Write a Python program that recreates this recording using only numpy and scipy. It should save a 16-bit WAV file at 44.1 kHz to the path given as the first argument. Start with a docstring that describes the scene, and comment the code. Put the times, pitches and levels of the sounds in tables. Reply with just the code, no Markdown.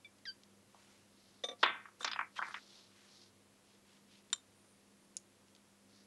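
"""Modelling clay in a quiet room

Over room air and a faint mains hum, a palette knife squeaks twice by stick-slip friction, and
fingers smooth soft clay with a grainy hiss. The knife is laid down and bounces, ringing in its modes.
Tools knock, scrape and clink on the work table, setting its top into free vibration, as a plastic
modelling tool is picked out. The rubbing goes on; the tool clicks in the hand and a nail snaps on it."""
import sys
import numpy as np
from scipy import signal
from scipy.fft import rfft, irfft
from scipy.io import wavfile
from scipy.ndimage import uniform_filter1d

SR = 44100
rng = np.random.default_rng(int(sys.argv[2]) if len(sys.argv) > 2 else 0)


def generate_wav(sig):
    """Save sig (samples, or channels by samples) to the path in sys.argv[1] as 16-bit PCM at SR."""
    pcm = np.round(np.clip(np.atleast_2d(sig).T, -1, 1) * 32767).astype(np.int16)
    wavfile.write(sys.argv[1], SR, pcm)


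N = 267642


def gain_of(db):
    """Amplitude ratio: a factor of ten for every 20 dB."""
    return 10 ** (np.asarray(db) / 20)

def unit_rms(x):
    """Normalisation to unit mean power."""
    return x / np.sqrt(np.mean(x ** 2) + 1e-30)

def unit_energy(x):
    """Normalisation to the energy of a 5 ms burst of unit rms."""
    return x / np.sqrt(np.sum(x ** 2) / (.005 * SR) + 1e-30)

def curve_at(points, hz):
    """Interpolation along a logarithmic frequency axis."""
    point_hz, value = np.transpose(points)
    return np.interp(np.log(hz + 1), np.log(point_hz + 1), value)

def add(mix, start_s, sound):
    """Superposition: a sound sums into the mix from its start time."""
    part = mix[max(round(start_s * SR), 0):][:len(sound)]
    part += sound[:len(part)]

def rolloff(x, hz, kind, order):
    """A causal, maximally flat low-pass or high-pass filter."""
    return signal.sosfilt(signal.butter(order, min(hz, SR / 2 - 1000), kind, fs=SR, output="sos"), x)

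def band(x, low_hz, high_hz, order):
    """Band limiting of an impact, normalised in energy."""
    return unit_energy(rolloff(rolloff(x, low_hz, "high", 4), high_hz, "low", order))

def flutter(shape, samples):
    """Slow random modulation: a moving average of white noise, at unit rms."""
    return unit_rms(uniform_filter1d(rng.standard_normal(shape), size=samples))

def hiss(size, centre_hz, octaves):
    """Band noise: random phases under a bell-shaped spectrum."""
    hz = np.fft.rfftfreq(size, 1 / SR) + 1
    bell = np.exp(-(np.log2(hz / centre_hz) / octaves / 2) ** 2)
    return unit_rms(irfft(bell * np.exp(2j * np.pi * rng.random(len(hz))), size))

def ring(modes, t):
    """Free vibration: one exponentially damped sinusoid for each mode."""
    return sum(gain_of(db - 60 * t / t60) * np.sin(2 * np.pi * (hz * t + rng.random()))
               for hz, db, t60 in modes)

def crack(t, decay_ms, rise_ms=0.54):
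    """Impulsive excitation: a dying flurry of tiny impacts with a nearly flat spectrum."""
    envelope = np.exp(-1000 * t / decay_ms) * (1 - np.exp(-1000 * t / rise_ms))
    burst = rng.standard_normal(len(t)) * envelope
    for _ in range(3):  # whiten the spectrum, then confine the burst in time again
        spectrum = rfft(burst)
        whitened = irfft(spectrum / (abs(spectrum) + 1e-12), len(t))
        burst = whitened * np.minimum(1, np.e * envelope / envelope.max())
    return unit_energy(burst)


# spectrum of the room air (frequency [Hz], relative density [dB])
AIR_SPECTRUM = [(12, -52), (20, -19), (70, -21), (101, -12), (168, -12.5), (202, -7), (225, -9.5),
                (344, -11), (414, -12.5), (486, -11), (827, -18.5), (970, -17), (1480, -20), (11500, -25.5),
                (15000, -54.5), (22000, -120)]
# lines of the mains hum (frequency [Hz], rms level [dB])
HUM_LINES = [(99.5, -82.5), (199.6, -74), (265, -84), (349, -83.5)]

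def room_noise(air_db=-69, top_hz=11800, fizz_db=-89):
    """A continuous spectrum of air and thin hiss beneath the line spectrum of a wavering hum."""
    hz, t = np.fft.rfftfreq(N, 1 / SR), np.arange(N) / SR
    colour = gain_of(curve_at(AIR_SPECTRUM, hz)) * (hz < top_hz)
    air = unit_rms(irfft(rfft(rng.standard_normal(N)) * colour, N))
    out = gain_of(air_db) * air + gain_of(fizz_db) * rng.standard_normal(N)
    for line_hz, db in HUM_LINES:
        waver = unit_rms(irfft(rfft(rng.standard_normal(N)) * np.exp(-abs(hz - line_hz) / 4), N))
        tone = np.sqrt(2) * np.sin(2 * np.pi * (line_hz * t + rng.random()))
        out += gain_of(db) * (tone + 0.27 * waver)
    return out


# blade squeaks (start [s], length [s], level [dB], settled pitch [Hz], delay to crest [s], strain [0-1])
BLADE_SQUEAKS = [(0.046, 0.033, -53, 1149, 0.0023, 0.09), (.253, .07, -43, 1543, 0.036, .9)]
# radiation response of the blade (frequency [Hz], relative gain [dB])
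BLADE_RESPONSE = [(1170, -34), (1550, -7), (2000, 26), (2350, 9.5), (3150, -8.5), (3550, 6.5), (4100, 26),
                  (4700, 1), (5400, 1), (6300, -9), (9000, -33)]

def knife_squeaks(settle_s=.0105, lift_s=.0043, swell_s=.021, burst_s=.01, ramp_s=.0015):
    """Stick-slip oscillation: the blade rasps as it catches, then settles into a harmonic series."""
    out = np.zeros(N)
    for start_s, length, db, settled_hz, crest_s, strain in BLADE_SQUEAKS:
        t = np.arange(0, length, 1 / SR)
        # a strained blade catches sharp, settles, and lifts in pitch as it lets go
        bend = .42 * np.exp(-t / settle_s) + .14 * np.exp((t - length) / lift_s)
        hz = settled_hz * (1 + strain * bend)
        jitter = .0038 + strain * .065 * np.exp(-t / .014)
        cycles = np.cumsum(hz * (1 + jitter * flutter(len(t), 20))) / SR
        # the soft clay damps all but the first three harmonics
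        harmonics = np.array([gain_of(curve_at(BLADE_RESPONSE, k * hz) - 16 * (k > 3))
                              for k in range(1, 6)])
        harmonics /= np.linalg.norm(harmonics, axis=0)
        tone = sum(gain * np.sin(2 * np.pi * k * cycles) for k, gain in enumerate(harmonics, 1))
        rasp = strain * gain_of(-8) * np.exp(-t / .019) * hiss(len(t), 5100, 0.13)
        swell = np.exp(-((t - crest_s) / swell_s) ** 2)
        burst = strain * gain_of(-4) * np.exp(-(t / burst_s) ** 2)
        ramps = np.minimum(1, np.minimum(t, length - t) / ramp_s)
        add(out, start_s, gain_of(db) * (unit_rms(tone) + rasp) * (swell + burst) * ramps)
    return out


def ping(db, centre_hz, octaves, decay_ms):
    """A damped resonance of a tiny contact, as band noise with an exponential decay."""
    t = np.arange(SR // 10) / SR
    envelope = np.exp(-1000 * t / decay_ms) * (1 - np.exp(-t / .0002))
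    return gain_of(db) * unit_energy(hiss(len(t), centre_hz, octaves) * envelope)

# fingernail contacts (time [s], level [dB])
NAIL_TICKS = [(.185, -69), (.435, -60), (4.3022, -63), (5.483, -68.5), (5.55, -61), (5.563, -65)]

def nail_ticks():
    """Heavy damping: each touch of a nail excites one broad, brief resonance."""
    out = np.zeros(N)
    for start_s, db in NAIL_TICKS:
        add(out, start_s, ping(db, centre_hz=3900, octaves=0.51, decay_ms=2.2))
    return out


def friction(strokes, body_db, grain_db=2.0):
    """Sliding friction: grainy band noise over a low body, swelling and fading with each stroke."""
    out = np.zeros(N)
    for middle_s, length, db, centre_hz, octaves in strokes:
        size = int(length * SR)
        grain = gain_of(grain_db * flutter(size, 200))
        noise = hiss(size, centre_hz, octaves) + gain_of(body_db) * hiss(size, 580, 1.9)
        swell = np.sin(np.linspace(0, np.pi, size))
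        add(out, middle_s - length / 2, gain_of(db) * unit_rms(noise * grain) * swell)
    return out

# finger strokes (midpoint [s], length [s], level [dB], centre frequency [Hz])
FINGER_STROKES = [(0.882, 0.46, -68.5, 2120), (1.297, 0.52, -72, 4230), (1.622, 0.079, -61.5, 4600),
                  (2.499, 0.38, -62, 4070), (2.75, .36, -62.5, 4210), (3.017, .29, -66.5, 2560),
                  (3.18, 0.27, -63.5, 4540), (3.72, .17, -72, 3470), (3.925, .18, -69.5, 2800),
                  (4.149, .16, -67, 3300), (4.65, 0.42, -72, 9400), (5.027, .1, -71, 9400),
                  (5.972, 0.21, -69.5, 4700)]

def clay_rubs(octaves=0.33, reference_hz=4060, narrowing=2.06):
    """Friction of skin on clay: a light, bright stroke has a narrow band, a firm, dull one a wide band."""
    strokes = [(middle_s, length, db, hz, octaves * (reference_hz / hz) ** narrowing)
               for middle_s, length, db, hz in FINGER_STROKES]
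    return friction(strokes, body_db=-7)


# tools striking the table (time [s], level [dB], weight [0-1], treble edge [Hz], contact decay [ms])
TABLE_KNOCKS = [(0.745, -58.5, 0.45, 1100, 2.8), (1.629, -29.5, .7, 4700, 4.4),
                (1.6322, -20, 0.89, 3740, 6.7), (1.661, -31.5, 0.4, 3640, 2.4),
                (1.854, -49, 0.05, 2370, 9.4), (1.884, -56.5, 0.26, 1460, 6),
                (2.006, -47.5, 0.07, 1670, 5.6), (2.0447, -30, 0.67, 6060, 4.6),
                (2.0762, -35, 0, 4730, 6.3), (2.1137, -38.5, 0, 4800, 5.6), (2.132, -38, 0, 4140, 1.9),
                (2.159, -38.5, 0.3, 2720, 6.6), (2.1897, -30, .1, 2450, 3.9),
                (2.2102, -35, 0.23, 2420, 3.1), (2.389, -34, 0.26, 1540, 2.8),
                (2.416, -39.5, 0.35, 2000, 2.1), (2.424, -33.5, 0.42, 2350, 4),
                (2.482, -50, 0.2, 1900, 3.7), (2.5075, -47.5, 0.05, 2100, 1),
                (2.5418, -37.5, .0, 3260, 4.9)]
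# modes of the table top (frequency [Hz], relative level [dB])
TABLE_MODES = [(484.5, -60.5), (952.8, -54.5), (1093, -52), (1136, -52.5), (1292, -54), (1362, -55.5),
               (1410, -57), (1448, -59), (1550, -48), (1857, -50.5), (1965, -70.5), (2073, -52.5),
               (2245, -57), (2342, -52), (2428, -56), (2541, -52), (2697, -64.5), (2912, -59), (2998, -65),
               (3031, -72), (3262, -60), (3365, -62.5), (3515, -47.5), (3628, -61.5)]
# damping across the spectrum (frequency [Hz], share of the ring time [ratio])
RING_TIME_SHARE = [(250, .85), (500, .7), (1000, .95), (2000, 1), (2800, .76), (3600, .64), (4400, .42),
                   (9000, .42)]
# response of the table top to a contact (frequency [Hz], gain [dB])
TABLE_RESPONSE = [(300, 4), (490, -1), (720, -5), (1000, 4.5), (1400, 4.5), (1850, 2), (2200, -7),
                  (2700, -2.5), (3400, 1.5), (4200, -2), (6500, 2)]

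def table_knocks(modes_db=-1, sizzle_db=-32, thud_db=-21, grain_db=2.0):
    """Impact and free decay: a short crack, after which the table and its loose tools ring on."""
    out, t = np.zeros(N), np.arange(SR // 2) / SR
    response = gain_of(curve_at(TABLE_RESPONSE, np.fft.rfftfreq(len(t), 1 / SR)))
    for start_s, db, weight, treble_hz, decay_ms in TABLE_KNOCKS:
        # a heavier knock reaches lower and rings longer and louder
        bass_hz = 1010 * (440 / 1010) ** weight
        t60 = 0.14 * (0.47 / 0.14) ** weight
        tail_db = -4 + 2.5 * weight
        # the rattle is grainy noise, each band dying at its own rate
        grain = gain_of(grain_db * flutter(len(t), 100))
        hz, frame_s, spectra = signal.stft(rng.standard_normal(len(t)) * grain, SR, nperseg=256)
        decay = gain_of(-60 * frame_s / (t60 * curve_at(RING_TIME_SHARE, hz)[:, None]))
        rattle = signal.istft(spectra * decay, SR, nperseg=256)[1][:len(t)]
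        modes = ring([(f, level, t60 * curve_at(RING_TIME_SHARE, f)) for f, level in TABLE_MODES], t)
        contact = irfft(rfft(crack(t, decay_ms)) * response, len(t)) * (t < t[-1] / 2)
        # a harder contact reaches further into the treble and leaves a faint sizzle above
        head = band(contact, bass_hz, treble_hz, order=8)
        loose_tools = band(rattle, bass_hz, treble_hz, order=10)
        table_top = gain_of(modes_db) * band(modes, bass_hz, treble_hz, order=10)
        tail = gain_of(tail_db) * unit_energy((loose_tools + table_top) * (1 - np.exp(-t / 0.00076)))
        sizzle = band(contact + .6 * unit_energy(rattle), bass_hz, 7587, order=3)
        sizzle *= gain_of(sizzle_db) * treble_hz / 2500
        # heavier blows also give the table a dull push
        thud = band(rolloff(rattle, 223, "high", order=6), 197, 520, order=4)
        thud *= gain_of(thud_db) * min(600 / bass_hz, 1) ** 2
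        add(out, start_s, gain_of(db) * (head + tail + sizzle + thud))
    return out


def struck_tool(contacts, modes, crack_db, crack_ms, bass_hz, rise_s, chatter_db=2.5):
    """Modal ringing, made uneven by chatter; softer contacts excite fewer high modes."""
    out, t = np.zeros(N), np.arange(SR // 4) / SR
    for start_s, db, treble_hz in contacts:
        chatter = gain_of(chatter_db * flutter((len(modes), len(t)), 130))
        body = sum(gain * ring([mode], t) for mode, gain in zip(modes, chatter))
        sound = (unit_energy(body) + gain_of(crack_db) * crack(t, crack_ms)) * (1 - np.exp(-t / rise_s))
        add(out, start_s, gain_of(db) * band(sound, bass_hz, treble_hz, order=2))
    return out

# modes of the palette knife (frequency [Hz], relative level [dB], 60 dB decay time [s])
KNIFE_MODES = [(256.7, -16, 0.077), (372, -19, 0.069), (484, -10, 0.073), (533, -4, 0.046),
               (709, -14.5, 0.14), (1160, -18.5, 0.11), (1910, -6, 0.0235), (2286, -17, 0.08),
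               (3513, 2.5, 0.03), (3604, 1, 0.081), (3926, -6, 0.029), (5060, -13, 0.044),
               (5930, -2, 0.059), (6385, -15, 0.11), (8920, -11.5, 0.16)]

def knife_drop(drop_s=1.4372, db=-30.5, treble_hz=4600, gap_s=.0485, restitution=.53, loss_db=6.5):
    """Inelastic rebound: each bounce comes sooner, softer and duller; later the knife is nudged."""
    times = [drop_s + gap_s * sum(restitution ** j for j in range(k)) for k in range(4)]
    bounces = [(time_s, db - k * loss_db, treble_hz * .7 ** k) for k, time_s in enumerate(times)]
    nudge = (2.008, -45.5, 5300)  # (time [s], level [dB], treble edge [Hz])
    return struck_tool(bounces + [nudge], KNIFE_MODES,
                       crack_db=-11.5, crack_ms=12, bass_hz=260, rise_s=0.0027)


# dragged tools (midpoint [s], length [s], level [dB], centre frequency [Hz], width [octaves])
TOOL_DRAGS = [(2.019, 0.054, -54, 6200, .94), (2.376, 0.044, -48.5, 2120, 0.66),
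              (2.475, .13, -53, 1240, 0.38), (2.568, 0.052, -51, 1650, .25)]

def tool_drags():
    """Friction of tools on the table top gives short scrapes."""
    return friction(TOOL_DRAGS, body_db=-11)


# contacts of the modelling tool (time [s], level [dB], treble edge [Hz])
TOOL_CONTACTS = [(2.030, -42.5, 5500), (4.329, -26, 12300), (4.359, -55.5, 9100)]
# its modes (frequency [Hz], relative level [dB], 60 dB decay time [s])
TOOL_MODES = [(1090, -12.5, 0.039), (1540, -4, 0.012), (2260, -19, 0.035), (3136, -9, 0.049),
              (3650, 4, 0.029), (3900, -4, 0.024), (5700, -9.5, 0.033), (7180, 1, .04), (7250, -17, 0.025),
              (8480, 0, 0.014), (9230, -16, 0.034)]

def tool_clicks():
    """Strongly damped modes: the struck plastic tool gives a short click."""
    return struck_tool(TOOL_CONTACTS, TOOL_MODES, crack_db=-8, crack_ms=5.8, bass_hz=940, rise_s=0.0007)


# tools brushing each other (time [s], level [dB], pitch [Hz])
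TOOL_CLINKS = [(2.115, -42.5, 4940), (2.378, -47, 3200), (2.486, -57.5, 9540)]

def tool_clinks():
    """Narrow resonance: tool touching tool gives a thin, pitched clink."""
    out = np.zeros(N)
    for start_s, db, hz in TOOL_CLINKS:
        add(out, start_s, ping(db, hz, octaves=0.033, decay_ms=16))
    return out


# resonances of the snap (relative level [dB], centre frequency [Hz], width [octaves], decay [ms])
SNAP_RESONANCES = [(-1.5, 6780, 0.042, 0.74), (0, 9600, 0.024, 2.1), (-13.5, 3900, 0.51, 3.3),
                   (-5.5, 6000, 0.21, 5.4)]

def nail_snap(start_s=5.1678, db=-39):
    """Impulse response: one snap of a nail on the tool excites several resonances at once."""
    out = np.zeros(N)
    add(out, start_s, gain_of(db) * sum(ping(*resonance) for resonance in SNAP_RESONANCES))
    return out


def room(x, wet_db=-20, t60=0.17, echoes_per_s=2000):
    """Reverberation: faint reflections from the nearby board and walls follow the direct sound."""
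    t = np.arange(SR // 3) / SR
    echoes = rng.standard_normal(len(t)) * (rng.random(len(t)) < echoes_per_s / SR)
    echoes *= (t > .004) * gain_of(-60 * t / t60)
    return x + gain_of(wet_db) * signal.fftconvolve(x, echoes / np.linalg.norm(echoes))[:N]

def scene():
    """Superposition of the handling sounds, their top treble softened, and the steady room noise."""
    tools = knife_drop() + tool_clicks() + tool_drags() + knife_squeaks() + table_knocks()
    small_sounds = nail_ticks() + tool_clinks() + nail_snap() + clay_rubs()
    handling = rolloff(tools + small_sounds, 8800, "low", order=4)
    return (room(handling) + room_noise())[None]

def record(dry, cutoff_hz=15800):
    """Band limiting by a steep linear-phase low-pass filter."""
    lowpass = signal.firwin(511, cutoff_hz, window=("kaiser", 9), fs=SR)
    return signal.oaconvolve(dry, lowpass[None], "same")


dry = scene()
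out = record(dry)
generate_wav(out)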